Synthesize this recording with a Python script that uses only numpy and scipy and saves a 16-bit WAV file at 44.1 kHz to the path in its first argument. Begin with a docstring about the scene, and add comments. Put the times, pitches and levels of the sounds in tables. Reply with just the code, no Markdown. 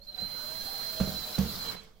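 """A cordless drill drives a screw into a plywood box, a little to the right in a workshop's still air.
As the motor runs up, the speed controller's tone near 4 kHz stumbles and a light blow hits the box.
Then shaft-locked sines carry the work, with brush hiss, screw scrape and gear rattle as shaped noise.
Twice the bit slips: noise cracks and decaying panel modes thump the box, lighter blows following.
The whine surges under load until the drill runs down and a short noise burst ticks at the trigger."""
import sys
import numpy as np
from scipy import signal
from scipy.fft import rfft, irfft
from scipy.io import wavfile
from scipy.ndimage import uniform_filter1d

SR = 44100
rng = np.random.default_rng(int(sys.argv[2]) if len(sys.argv) > 2 else 0)


def master_out(mix):
    """Clip the mix to full scale and print it as 16-bit PCM to the path in sys.argv[1]."""
    frames = np.transpose(np.atleast_2d(mix))
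    ceiling = np.clip(frames, -1, 1)
    pcm = np.round(ceiling * 32767).astype(np.int16)
    wavfile.write(sys.argv[1], SR, pcm)


N = 88200
T = np.arange(N) / SR  # time [s]

# noise of the running drill, before each layer's gain:
# (time [s], brush hiss level [dB], screw scrape level [dB], gear rattle level [dB])
RUNNING_LEVELS = [(0, -84, -84, -76), (0.05, -75, -69, -74), (0.12, -74, -73, -65), (0.2, -60, -57.5, -53),
                  (0.26, -57, -62, -54.5), (0.43, -52, -54, -53), (0.87, -49, -50.5, -50.5),
                  (1.6, -50.5, -48.5, -50), (1.735, -55, -52.5, -47.5), (1.775, -72, -64, -54.5),
                  (1.85, -84, -65.5, -61.5), (1.94, -82.5, -78.5, -73.5)]
# spectrum of the brush hiss, also of the trigger: (frequency [Hz], relative density [dB per Hz])
BRUSH_SPECTRUM = [(4000, -49), (8900, -25), (9700, -3.5), (11700, -1), (14400, 4.5), (15700, 2)]
# spectrum of steel scraping in the screw head: (frequency [Hz], relative density [dB per Hz])
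SCRAPE_SPECTRUM = [(2500, -41), (3700, -0.5), (4200, 3), (4900, 2), (5450, -4.5), (6100, -5.5),
                   (8100, -8.5), (8800, -23.5), (9800, -12.5), (15000, -21.5)]
# left minus right level [dB]
BRUSH_PAN_DB, SCRAPE_PAN_DB, GEARS_PAN_DB, BOX_PAN_DB = -25.5, -2, -6.5, -6


def amp(db):
    """Decibel law: 20 dB is a factor of ten in amplitude."""
    return 10 ** (np.asarray(db) / 20)


def unit(x):
    """Normalisation to an rms of 1 over all channels."""
    return x / np.sqrt(np.mean(x ** 2) + 1e-20)


def curve(table, axis=1):
    """Linear interpolation in time of one column of a table."""
    rows = np.array(table)
    return np.interp(T, rows[:, 0], rows[:, axis])


def swell(table):
    """Sine-squared easing of the gain from point to point: round tops and narrow dips."""
    seconds, db = np.transpose(table)
    index = np.arange(len(seconds))
    place = np.interp(T, seconds, index)
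    eased = np.floor(place) + np.sin(np.pi / 2 * (place % 1)) ** 2
    return np.interp(eased, index, amp(db))


def colour(x, points):
    """Linear filtering: weights the spectrum by a curve on a log-frequency axis, then sets rms 1."""
    hz, db = np.transpose(points)
    log_f = np.log(np.fft.rfftfreq(N, 1 / SR) + 1)
    gain = amp(np.interp(log_f, np.log(hz), db))
    return unit(irfft(rfft(x) * gain, N))


def wander(hz):
    """Low-passed Gaussian noise of rms 1: random drift, its amplitude spectrum halved at hz."""
    f = np.fft.rfftfreq(N, 1 / SR)
    return unit(irfft(rfft(rng.standard_normal(N)) / (1 + (f / hz) ** 2), N))


def pan(db):
    """Intensity stereo: left and right gains of mean 1 from a level difference."""
    ratio = amp(np.atleast_1d(db))
    return 2 * np.array([ratio, np.ones_like(ratio)]) / (1 + ratio)


def pair(x, same):
    """Interchannel correlation: mixes two unrelated channels so that they correlate by same."""
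    left = same * x[1] + np.sqrt(1 - same ** 2) * x[0]
    return np.array([left, x[1]])


def noise(same):
    """White Gaussian noise on two channels, correlated by same."""
    return pair(rng.standard_normal((2, N)), same)


def decay(start, t60):
    """Exponential decay: a jump to 1 at the start, then 60 dB lost in t60 seconds."""
    return (T >= start) * amp(-60 * np.maximum(T - start, 0) / t60)


def patchy(x):
    """Time-frequency modulation: regions of a noise swell and fade, alike in both channels."""
    patch_db = 2  # rms swing
    z = signal.stft(x, nperseg=512)[2]
    field = rng.standard_normal(z.shape[1:])
    field = uniform_filter1d(field, size=4, axis=0)  # across frequency
    field = unit(uniform_filter1d(field, size=8, axis=1))  # across time
    return unit(signal.istft(z * amp(patch_db * field), nperseg=512)[1][:, :N])


def still_air():
    """Stationary ambient noise: the still air of the workshop, strongest in the bass."""
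    # spectrum of the air: (frequency [Hz], relative density [dB per Hz])
    air_spectrum = [(15, 7.5), (32, -3.5), (55, 0), (130, -19), (195, -7), (280, -25.5), (500, -19),
                    (1200, -34), (15000, -54)]
    return colour(noise(same=0.81), air_spectrum) * amp(-55.5) * pan(db=-5.5)


def trigger():
    """Impulsive excitation: a thin, quickly decaying noise tick as the switch lets go."""
    start_s, t60_s, gain_db = 1.835, 0.039, -56.5
    burst = colour(noise(same=0.17), BRUSH_SPECTRUM) * decay(start_s, t60_s)
    return burst * amp(gain_db) * pan(BRUSH_PAN_DB)


def slip():
    """Sudden release: the steel bit snaps out of the screw head in a short noise burst."""
    start_s, t60_s, gain_db = 1.387, 0.024, -31
    burst = colour(noise(same=0.38), SCRAPE_SPECTRUM) * decay(start_s, t60_s)
    return burst * amp(gain_db) * pan(SCRAPE_PAN_DB)


def knock(start, thump_db, crack_db):
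    """Modal response: a crack with its room tail, panels swelling into a thump, and the shop's boom."""
    # modes of the plywood box: (frequency [Hz], relative level [dB], t60 [s])
    box_modes = [(72.1, -15.5, 0.27), (108, -12.5, 0.076), (147.4, -13, 0.211), (191, -2, 0.17),
                 (230, -12, 0.083), (463.5, -22, 0.19)]
    # boom of the workshop after a blow: (frequency [Hz], relative density [dB per Hz])
    boom_spectrum = [(35, -24), (72, 3.5), (105, -8), (150, -8), (200, 4), (280, -13), (3000, -87)]
    # splintery crack of a blow: (frequency [Hz], relative density [dB per Hz])
    crack_spectrum = [(40, 3), (80, 11), (220, 8.5), (370, -6), (490, 5), (850, -11.5), (1400, -10),
                      (2300, -18.5), (4800, -16), (8500, -30.5)]
    rise_s = .011
    box_db, boom_db, boom_t60_s = -14, -39, 0.87
    crack_gain_db, crack_t60_s = -29.5, 0.18
    tail_db, tail_t60_s = -5.5, 0.68  # level relative to the crack
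    t = np.maximum(T - start, 0)
    ring = 0
    for hz, db, t60 in box_modes:
        # the sines cross zero together one rise time after the blow
        ring = ring + amp(db) * decay(start, t60) * np.sin(2 * np.pi * hz * (t - rise_s))
    boom = colour(noise(same=1.0), boom_spectrum) * decay(start, boom_t60_s) * amp(boom_db)
    rise = 1 - np.exp(-(t / rise_s) ** 2)
    thump = (ring * amp(box_db) + boom) * rise * amp(thump_db)
    fade = decay(start, crack_t60_s) + amp(tail_db) * decay(start, tail_t60_s)
    crack = colour(noise(same=0.67), crack_spectrum) * fade * amp(crack_gain_db + crack_db)
    return (thump + crack) * pan(BOX_PAN_DB)


def blows():
    """Superposition of light and heavy blows on the box."""
    # blows: (time [s], thump level [dB], crack level [dB]), before the gains of a knock
    blow_table = [(0.219, -20.5, -20.5), (1.002, -1, -2), (1.074, -15, -11), (1.382, 3, -3),
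                  (1.447, -8.5, -17.5)]
    return sum(knock(*row) for row in blow_table)


def whine():
    """Frequency modulation and multipath fading: a switching tone that stumbles, surges and flutters."""
    # unsteadiness, high at the start and under load: (time [s], roughness [0-1])
    roughness = [(0.05, 0.85), (0.18, 0.72), (0.23, 0.16), (0.95, 0.22), (1.27, 0.3), (1.8, 0.37)]
    # pitch, hunting at the start and sagging under load: (time [s], frequency [Hz])
    pitch = [(0.01, 4120), (0.047, 4410), (0.06, 4030), (0.09, 4170), (0.18, 4041), (0.23, 4119),
             (0.9, 4154), (1.1, 4117), (1.22, 4042), (1.58, 4117), (1.7, 4080)]
    # level on each side as the drill moves, before the common gain: (time [s], level [dB])
    left_level = [(0.055, -62), (0.08, -47), (0.19, -50), (0.235, -39), (0.31, -47.5), (0.55, -58),
                  (0.62, -45.5), (1.3, -41), (1.6, -43), (1.75, -51), (1.8, -90)]
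    right_level = [(0.008, -82), (0.02, -47.5), (0.058, -51.5), (0.08, -38), (0.108, -41.5), (0.132, -53),
                   (0.15, -35), (0.168, -53), (0.185, -39), (0.196, -27), (0.208, -38), (0.222, -29.5),
                   (0.26, -29.5), (0.29, -38.5), (0.33, -34.5), (0.72, -34), (0.88, -31), (0.94, -35),
                   (1.09, -34), (1.115, -47), (1.17, -31.5), (1.245, -32.5), (1.26, -44), (1.335, -42.5),
                   (1.353, -28.5), (1.378, -48), (1.45, -49), (1.49, -37.5), (1.578, -52), (1.635, -32.5),
                   (1.663, -39), (1.696, -29), (1.718, -62), (1.795, -42), (1.82, -85)]
    # moments when the pitch dives during the run-up: [s]
    stumbles = [0.13, 0.165]
    stumble_depth_hz, stumble_s = 693, 0.004
    jitter_hz, jitter_rate_hz = 105.8, 142  # rms swing at roughness 1
    echo_width_hz, left_extra_rough = 31, 0.61
    third_db, third_fade_db_per_s, third_width_hz = -12.5, -69, 300
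    gain_db, flutter_db, flutter_hz = -2, 5, 46

    rough = np.clip(curve(roughness) + np.array([[left_extra_rough], [0]]), 0, 1)
    dips = sum(np.exp(-abs(T - s) / stumble_s) for s in stumbles)
    jitter = jitter_hz * rough[1] ** 2 * wander(jitter_rate_hz)
    hz = curve(pitch) - stumble_depth_hz * dips + jitter
    phase = 2 * np.pi * np.cumsum(hz) / SR

    # random complex envelopes blur the undisturbed pitch into echoes around the shop
    scatter = np.array([wander(echo_width_hz) + 1j * wander(echo_width_hz) for _ in range(2)])
    carrier = np.exp(2j * np.pi * np.cumsum(curve(pitch)) / SR)
    echoes = (scatter * carrier).real
    direct = np.sqrt(2 * (1 - rough ** 2)) * np.cos(phase)
    tone = direct + rough * echoes

    third_gain = amp(third_db + third_fade_db_per_s * T)
    third_harmonic = np.cos(3 * phase) * third_gain * wander(third_width_hz)
    flutter = flutter_db * rough * np.minimum(wander(flutter_hz), .5)  # dips reach further than rises
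    sides = np.array([swell(left_level), swell(right_level)])
    return amp(gain_db + flutter) * sides * (tone + third_harmonic)


def motor(turns):
    """Shaft orders: tones at fixed multiples of the rotation, wavering in level on each side."""
    # gear hum: (time [s], level at five times the speed [dB], level at six times the speed [dB])
    hum_levels = [(0.08, -64.5, -82), (0.19, -74, -54), (0.33, -65, -74), (0.54, -50.5, -67),
                  (0.61, -59, -56.5), (0.8, -66, -52.5), (0.88, -50.5, -72), (1.13, -50, -54),
                  (1.22, -60, -62), (1.33, -52, -56), (1.6, -67, -67), (1.7, -52, -68), (1.9, -73.5, -85)]
    # overtones of the gears: (multiple of the speed, level over the gear rattle column [dB])
    overtone_levels = [(12.5, -13), (25, -12.5), (35, -22)]
    waver_db = 4.5  # rms
    hum = [(5, curve(hum_levels)), (6, curve(hum_levels, axis=2))]
    overtones = [(order, db + curve(RUNNING_LEVELS, axis=3)) for order, db in overtone_levels]
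    tones = 0
    for order, db in hum + overtones:
        waver = waver_db * np.array([wander(22), wander(19)])
        tones = tones + amp(db + waver) * np.sin(2 * np.pi * (order * turns + rng.random()))
    return tones * pan(GEARS_PAN_DB)


def rattle(turns, points, same):
    """Shot noise: dense tiny impacts over their blurred echoes, swelling once in each shaft turn."""
    grain_db, grains_per_s = 0.5, 3000  # dB per step of the exponential draw; rate on each side
    grain_share, turn_depth = 0.68, 0.028  # share of the power; depth of the swell
    sizes = amp(grain_db * np.minimum(rng.exponential(1, N), 4))
    hits = sizes * (rng.random(N) < grains_per_s / SR)
    grains = unit(hits * pair(rng.choice([-1., 1.], (2, N)), same))
    drive = np.sqrt(grain_share) * grains + np.sqrt(1 - grain_share) * noise(same)
    turn_swell = 1 + turn_depth * np.cos(2 * np.pi * turns)
    return colour(patchy(drive) * turn_swell, points)


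def drill():
    """Common rotation: motor tones, brush hiss, screw scrape and gear rattle share one shaft angle."""
    # motor speed: (time [s], mean speed [turns per s])
    speed = [(0, 112), (0.17, 123.6), (0.38, 117), (0.55, 129.4), (0.7, 131), (0.88, 130.4), (1.3, 124),
             (1.5, 109), (1.72, 88)]
    # spectrum of the gear rattle: (frequency [Hz], relative density [dB per Hz])
    gear_spectrum = [(100, 4.5), (197, 9), (260, 2.5), (380, 1.5), (470, 6), (700, 2.5), (1550, 2.5),
                     (1900, -2), (2900, -3.5), (3300, 4.5), (3600, -4), (6000, -11), (12000, -24.5)]
    speed_jitter = 0.0052  # rms, as a fraction of the speed
    brush_db, scrape_db, gears_db = 5.5, 5, 4  # gains over the running levels
    turns = np.cumsum(curve(speed) * (1 + speed_jitter * wander(19.0))) / SR
    brush = rattle(turns, BRUSH_SPECTRUM, same=.1) * amp(brush_db + curve(RUNNING_LEVELS))
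    scrape = rattle(turns, SCRAPE_SPECTRUM, same=0.099) * amp(scrape_db + curve(RUNNING_LEVELS, axis=2))
    gears = rattle(turns, gear_spectrum, same=0.21) * amp(gears_db + curve(RUNNING_LEVELS, axis=3))
    noises = brush * pan(BRUSH_PAN_DB) + scrape * pan(SCRAPE_PAN_DB) + gears * pan(GEARS_PAN_DB)
    return motor(turns) + noises


def scene():
    """Linear superposition of all sources."""
    return still_air() + trigger() + slip() + blows() + whine() + drill()


def record(dry):
    """Band limitation: a linear-phase low-pass filter sets the recorder's upper edge."""
    edge_hz = 15850
    lowpass = signal.firwin(511, edge_hz, window=("kaiser", 9), fs=SR)
    return signal.oaconvolve(dry, lowpass[None], "same")


dry = scene()
out = record(dry)
master_out(out)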